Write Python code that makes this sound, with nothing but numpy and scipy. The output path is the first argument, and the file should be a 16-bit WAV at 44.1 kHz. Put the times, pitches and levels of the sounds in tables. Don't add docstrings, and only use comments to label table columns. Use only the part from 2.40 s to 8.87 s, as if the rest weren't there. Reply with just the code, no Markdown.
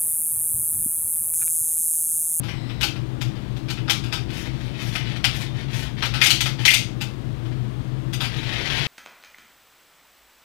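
import sys
import numpy as np
from scipy import signal
from scipy.fft import rfft, irfft, next_fast_len
from scipy.io import wavfile
from scipy.ndimage import uniform_filter1d

SR = 44100
rng = np.random.default_rng(int(sys.argv[2]) if len(sys.argv) > 2 else 0)


def generate_wav(sig):
    pcm = np.round(np.clip(np.atleast_2d(sig).T, -1, 1) * 32767).astype(np.int16)
    wavfile.write(sys.argv[1], SR, pcm)


N = 285309
TIME = np.arange(N) / SR
PADDED = next_fast_len(N, real=True)
HZ = np.arange(PADDED // 2 + 1) * SR / PADDED

# (time [s], level [dB], relative shell ring [dB], hardness [dB], clatter length [s])
CONTACTS = [(0.034, -28.5, -12, -2.5, 0.08), (0.084, -27.5, 6, -4.5, 0.064), (0.297, -32, 7.5, -7, 0.028),
            (0.41, -14, -2.5, 0.5, 0.013), (0.429, -9.5, -29, 0, 0.027), (0.557, -31.5, 1, -5, 0.027),
            (0.814, -18.5, -8, 1, 0.0066), (0.954, -39, 6, -6, 0.025), (1.165, -33, -1, -1, 0.022),
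            (1.285, -27, -3, -3, .02), (1.301, -19, -9, 0.5, 0.021), (1.374, -30.5, 7, -7, 0.022),
            (1.480, -21, -5, -9, 0.033), (1.497, -5.5, -24, -2, 0.01), (1.505, -13, -11, 4.5, 0.01),
            (1.638, -26.5, -5, -3.5, 0.06), (1.725, -15, -6.5, -2, 0.043), (2.553, -15.5, 0.5, -2, 0.012),
            (2.762, -26.5, -2, -3, 0.01), (2.842, -4, -11.5, -3.5, 0.012), (3.624, -12.5, -3.5, -6, 0.032),
            (3.652, -18, -13, -0.5, 0.016), (3.738, -17, -5, -3.5, 0.061), (3.815, -2.5, -1.5, -2, 0.023),
            (3.836, -8, -5, 6, .018), (3.86, -4, -11, 1.5, 0.012), (3.898, -13, -28, 4, 0.012),
            (3.905, -0.5, -19, 1.5, 0.0075), (4.006, -9, -7, 3.5, 0.013), (4.058, -13, -6.5, -1, 0.025),
            (4.252, 0.5, -7.5, 1.5, 0.0066), (4.279, -2.5, 7, 3.5, 0.0094), (4.303, -3, -5, 3, 0.016),
            (4.337, -1, -23, 3.5, 0.0061), (4.611, -18, -8, 0.5, 0.029), (5.056, -36, -8, -4, 0.022),
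            (5.116, -39, 7, -7, 0.021), (5.733, -18.5, -5, 3, 0.016), (5.806, -15.5, -16, -3, 0.049),
            (5.844, -19.5, -0.5, -2, 0.029)]


def car_knocks(chassis_db, shell_db, board_db, axles_db, spot_count):
    # (frequency [Hz], level [dB])
    chassis_modes = [(2200, -5), (2690, 1.5), (3100, 2.5), (3570, 2), (4100, -0.5), (4750, -1.5),
                     (5500, -5), (6400, -28.5)]
    # (frequency [Hz], width [Hz], level [dB])
    shell_modes = [(2014, 330, -6.5), (2146, 60, 5.5), (2440, 126, -1.5), (2541, 12, -7), (2610, 110, -5),
                   (2800, 31, -7), (2923, 48, -0.5), (2970, 49, 3.5)]
    # (frequency [Hz], level [dB])
    board_modes = [(480, -6), (796, 0.5), (1030, -1), (1306, 5.5), (1640, 5)]
    # (frequency [Hz], level [dB])
    axle_modes = [(5800, 8.5), (6900, 6.5), (8400, 3), (10200, 0.5), (12300, 0.5), (14600, -6)]
    _, level_db, ring_db, hardness_db, _ = np.transpose(CONTACTS)
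    onsets, sizes = clatter(rebound_count=14)
    chassis = struck(damped(chassis_modes, loss=0.23), band_hz=(1920, 5250))
    shell = struck(shell_modes, band_hz=(1780, 5450))
    board = struck(damped(board_modes, loss=0.2), band_hz=(400, 1430))
    axles = struck(damped(axle_modes, loss=0.12), band_hz=(4400, 19845))
    muted_db = 0.29 * np.minimum(level_db + 10, 0)
    yield_db = -12.5
    thud_db = np.minimum(level_db, yield_db + 0.41 * (level_db - yield_db))
    parts = [(chassis, level_db + chassis_db),
             (shell, level_db + ring_db + muted_db + shell_db),
             (board, thud_db - 0.75 * hardness_db + board_db),
             (axles, level_db + hardness_db + axles_db)]
    spots = np.zeros((spot_count, N))
    for responses, part_db in parts:
        for k, response in enumerate(responses):
            for i, size in zip(onsets[k], sizes[k]):
                spots[k % spot_count, i:i + len(response)] += size * from_db(part_db[k]) * response[:N - i]
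    return spots


def clatter(rebound_count):
    graze_lead_s, bounce_s = .005, .005
    start, level_db, *_, length = np.transpose(CONTACTS)
    spacing, sign = rng.random((len(start), 2, rebound_count)).transpose(1, 0, 2)
    delays = np.cumsum(bounce_s * (.5 + spacing), axis=1)
    fall_db = 15 * (delays / length[:, None]) ** 1.65
    rebounds = from_db(-4.5 - fall_db) * np.sign(sign - .5)
    graze = from_db(np.minimum(-10, -28 - level_db))
    times = np.column_stack([start - graze_lead_s, start, start[:, None] + delays])
    sizes = np.column_stack([graze, np.ones(len(start)), rebounds])
    return (times * SR).astype(int), sizes


def struck(modes, band_hz):
    vary_db, detune = 1.5, .012
    band = signal.butter(3, band_hz, "band", fs=SR, output="sos")
    hz, width, db = np.transpose(modes)
    responses = []
    for pitch, strength in rng.uniform(-1, 1, (len(CONTACTS), 2, len(modes))):
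        varied = zip(hz * (1 + detune * pitch), width, db + vary_db * strength)
        responses.append(unit_energy(signal.sosfilt(band, body(varied, SR // 10))))
    return responses


def damped(modes, loss):
    return [(hz, loss * hz, db) for hz, db in modes]


def body(modes, length=SR // 2):
    t = TIME[:length]
    rings = [(-1) ** k * width * from_db(db) * np.exp(-np.pi * width * t) * np.cos(2 * np.pi * hz * t)
             for k, (hz, width, db) in enumerate(modes)]
    return unit_energy(sum(rings))


def rolling(bumps_per_s, spread_db, gain_db):
    # (frequency [Hz], level [dB])
    rumble_spectrum = [(260, -16), (450, 1), (526, -4.5), (662, -1.5), (812, -1.5), (1120, -4.5),
                       (1650, -0.5), (1890, 4), (2460, 4), (2740, 3), (3360, 4), (4710, -4), (8000, -27.5),
                       (10400, -35), (17600, -120)]
    grit_spectrum = [(2500, -26), (5500, 9.0), (8000, 2), (13000, 2.5), (16000, -8)]
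    sizes = from_db(spread_db * np.minimum(rng.exponential(1, N), 4)) * rng.choice([-1, 1], N)
    bumps = sizes * (rng.random(N) < bumps_per_s / SR)
    rumble, grit = car_motion()
    wheels = rumble * coloured(bumps, rumble_spectrum) + grit * coloured(bumps, grit_spectrum)
    return from_db(gain_db) * wheels


def car_motion():
    # (start [s], length [s], level [dB], relative grit [dB])
    strokes = [(0.858, .30, -53.5, -24), (1.875, 0.22, -39.5, -7.5), (2.09, 0.28, -46.5, -14.5),
               (2.336, 0.29, -38.5, -8.5), (2.603, 0.19, -39.5, -21), (2.903, 0.17, -37.5, -8),
               (3.128, 0.12, -42, -17), (3.278, .21, -37, -8), (3.568, 0.046, -37.5, -19),
               (3.792, 0.034, -30.5, -12), (4.179, 0.074, -37, -13), (5.942, 0.047, -43, -12)]
    push_s, hold_s, fade_in_s, rise_db_per_s = 5.848, 6.288, 0.037, 30.5
    run_s = np.clip(TIME, push_s, hold_s) - push_s
    rumble = from_db(-42 + rise_db_per_s * run_s) * np.minimum(run_s / fade_in_s, 1)
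    grit = rumble * from_db(-21)
    for start, length, level_db, grit_db in strokes:
        speed = swell(start, length)
        stroke = from_db(level_db) * speed ** 0.31
        rumble += stroke
        grit += stroke * speed * from_db(grit_db)
    return rumble, grit


def travelling(x, spots_per_s, spot_count):
    position = (spots_per_s * TIME - np.arange(spot_count)[:, None]) % spot_count
    distance = np.abs(position - spot_count / 2)
    return x * np.sqrt(np.maximum(1 - distance, 0))


def axle_squeaks():
    # (start [s], length [s], pitch [Hz], level [dB])
    squeaks = [(2.425, .05, 13000, -43), (2.932, .04, 12500, -42), (3.066, .024, 3600, -35)]
    return sum(from_db(db) * swell(start, length) ** 2 * np.sin(2 * np.pi * hz * TIME)
               for start, length, hz, db in squeaks)


def wheel_whine(start_s, length_s, level_db):
    # (frequency [Hz], width [Hz], level [dB])
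    wheel_modes = [(2000, 66, 6), (3900, 280, 0), (5170, 160, -5), (7800, 180, -13)]
    singing = rms_one(through(rng.standard_normal(N), body(wheel_modes)))
    return from_db(level_db) * swell(start_s, length_s) * singing


def ventilation(air_db, boom_db, hum_hz, hum_db):
    # (frequency [Hz], level [dB])
    air_spectrum = [(20, -20.5), (34, -9), (75, -22), (100, -6.5), (160, -10.5), (250, -12), (350, -16),
                    (450, -24), (900, -29.5), (2200, -36.5), (3400, -37), (6000, -50), (10000, -56),
                    (16000, -67)]
    # (frequency [Hz], width [Hz], level [dB])
    room_modes = [(57.7, 7.8, -6.5), (125.25, 7.1, 2.5), (140.3, 15.6, -4.5), (204.3, 5.1, -15),
                  (322.9, 4.5, -8.5)]
    air = coloured(rng.standard_normal(N), air_spectrum)
    boom_spectrum = rfft(rng.standard_normal(PADDED)) * rfft(body(room_modes), PADDED)
    booms = rms_one(irfft(boom_spectrum, PADDED)[:N])
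    motor = rms_one(np.sin(2 * np.pi * hum_hz * TIME))
    return from_db(air_db) * air + from_db(boom_db) * booms + from_db(hum_db) * motor


def room(diffuse_db, build_s, direct_db, shade_hz, scatter_s):
    # (frequency [Hz], decay time [s])
    decay_times = [(300, 0.32), (1200, 0.29), (3000, 0.29), (6000, 0.31), (14000, 0.2)]
    # (delay [s], level [dB])
    echoes = [(.0012, -6), (.0045, -0.5), (.0059, -2), (0.0113, 1), (.018, -13.5)]
    t = TIME[:SR // 2]
    tail = np.zeros(len(t))
    edges = np.geomspace(150, 19000, 11)
    for low, high in zip(edges, edges[1:]):
        band = signal.butter(2, [low, high], "band", fs=SR, output="sos")
        decay = np.exp(-np.log(1000) * t / at_hz(decay_times, np.sqrt(low * high)))
        tail += signal.sosfilt(band, rng.standard_normal(len(t))) * decay
    response = from_db(diffuse_db) * unit_energy(tail * (1 - np.exp(-t / build_s)))
    shade = signal.butter(2, shade_hz, fs=SR, output="sos")
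    response += from_db(direct_db) * signal.sosfilt(shade, (t == 0) + 1e-18)
    for delay, db in echoes:
        scattered = rng.standard_normal(len(t)) * (t >= delay) * np.exp(-np.abs(t - delay) / scatter_s)
        response += from_db(db) * unit_energy(scattered)
    return unit_energy(response)


def open_channel(live, leak_db, leak_treble_db, leak_bass_db, hiss_db):
    # (frequency [Hz], rms level [dB])
    mains = [(60, -59), (120, -64), (180, -68), (300, -75.5), (540, -81)]
    treble = np.diff(live, prepend=0)
    bass = signal.sosfilt(signal.butter(2, 110, fs=SR, output="sos"), live)
    leak = from_db(leak_db) * live + from_db(leak_treble_db) * treble + from_db(leak_bass_db) * bass
    hum = sum(from_db(db) * rms_one(np.sin(2 * np.pi * (hz * TIME + rng.random()))) for hz, db in mains)
    hiss = coloured(rng.standard_normal(N), [(30, 4), (300, 3), (1000, 1.5), (16000, -3.5)])
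    return leak + hum + from_db(hiss_db) * hiss


def limiter(x, threshold_db, release_db_per_s):
    over_db = np.maximum(20 * np.log10(np.abs(x) + 1e-9) - threshold_db, 0)
    recovery_db = release_db_per_s * TIME
    reduction_db = np.maximum.accumulate(over_db + recovery_db) - recovery_db
    return x * from_db(-uniform_filter1d(reduction_db, size=16))


def swell(start, length):
    return np.sin(np.pi * np.clip((TIME - start) / length, 0, 1))


def from_db(db):
    return 10 ** (np.asarray(db) / 20)


def rms_one(x):
    return x / np.sqrt(np.mean(x ** 2) + 1e-20)


def unit_energy(x):
    return x / np.sqrt(np.sum(x ** 2) + 1e-20)


def at_hz(points, hz):
    freq, value = np.transpose(points)
    return np.interp(np.log(np.maximum(hz, 1)), np.log(freq), value)


def coloured(x, spectrum):
    return rms_one(irfft(rfft(x, PADDED) * from_db(at_hz(spectrum, HZ)), PADDED)[:N])


def through(x, response):
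    return signal.oaconvolve(x, response)[:N]


def scene():
    wheels = rolling(bumps_per_s=630, spread_db=3.5, gain_db=5.0)
    spots = car_knocks(chassis_db=21.0, shell_db=23.0, board_db=12.0, axles_db=11.5, spot_count=6)
    moving = wheels + axle_squeaks() + wheel_whine(start_s=.02, length_s=.45, level_db=-43)
    spots += travelling(moving, spots_per_s=16, spot_count=len(spots))
    sound = ventilation(air_db=-30.5, boom_db=-26.5, hum_hz=117.8, hum_db=-31.0)
    for spot in spots:
        response = room(diffuse_db=5.0, build_s=0.0012, direct_db=3.0, shade_hz=4400, scatter_s=0.0018)
        sound += through(spot, response)
    return np.array([sound, np.zeros(N)])


def record(dry):
    limited = limiter(dry[0], threshold_db=1.0, release_db_per_s=55.5)
    left = limited / (1 + limited ** 6) ** (1 / 6)
    right = open_channel(dry[0], leak_db=-50.0, leak_treble_db=-39.5, leak_bass_db=-31.0, hiss_db=-62.0)
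    top_cut = signal.ellip(10, .2, 80, 16000, fs=SR, output="sos")
    return signal.sosfilt(top_cut, np.array([left, right]))


dry = scene()
out = record(dry)
generate_wav(out)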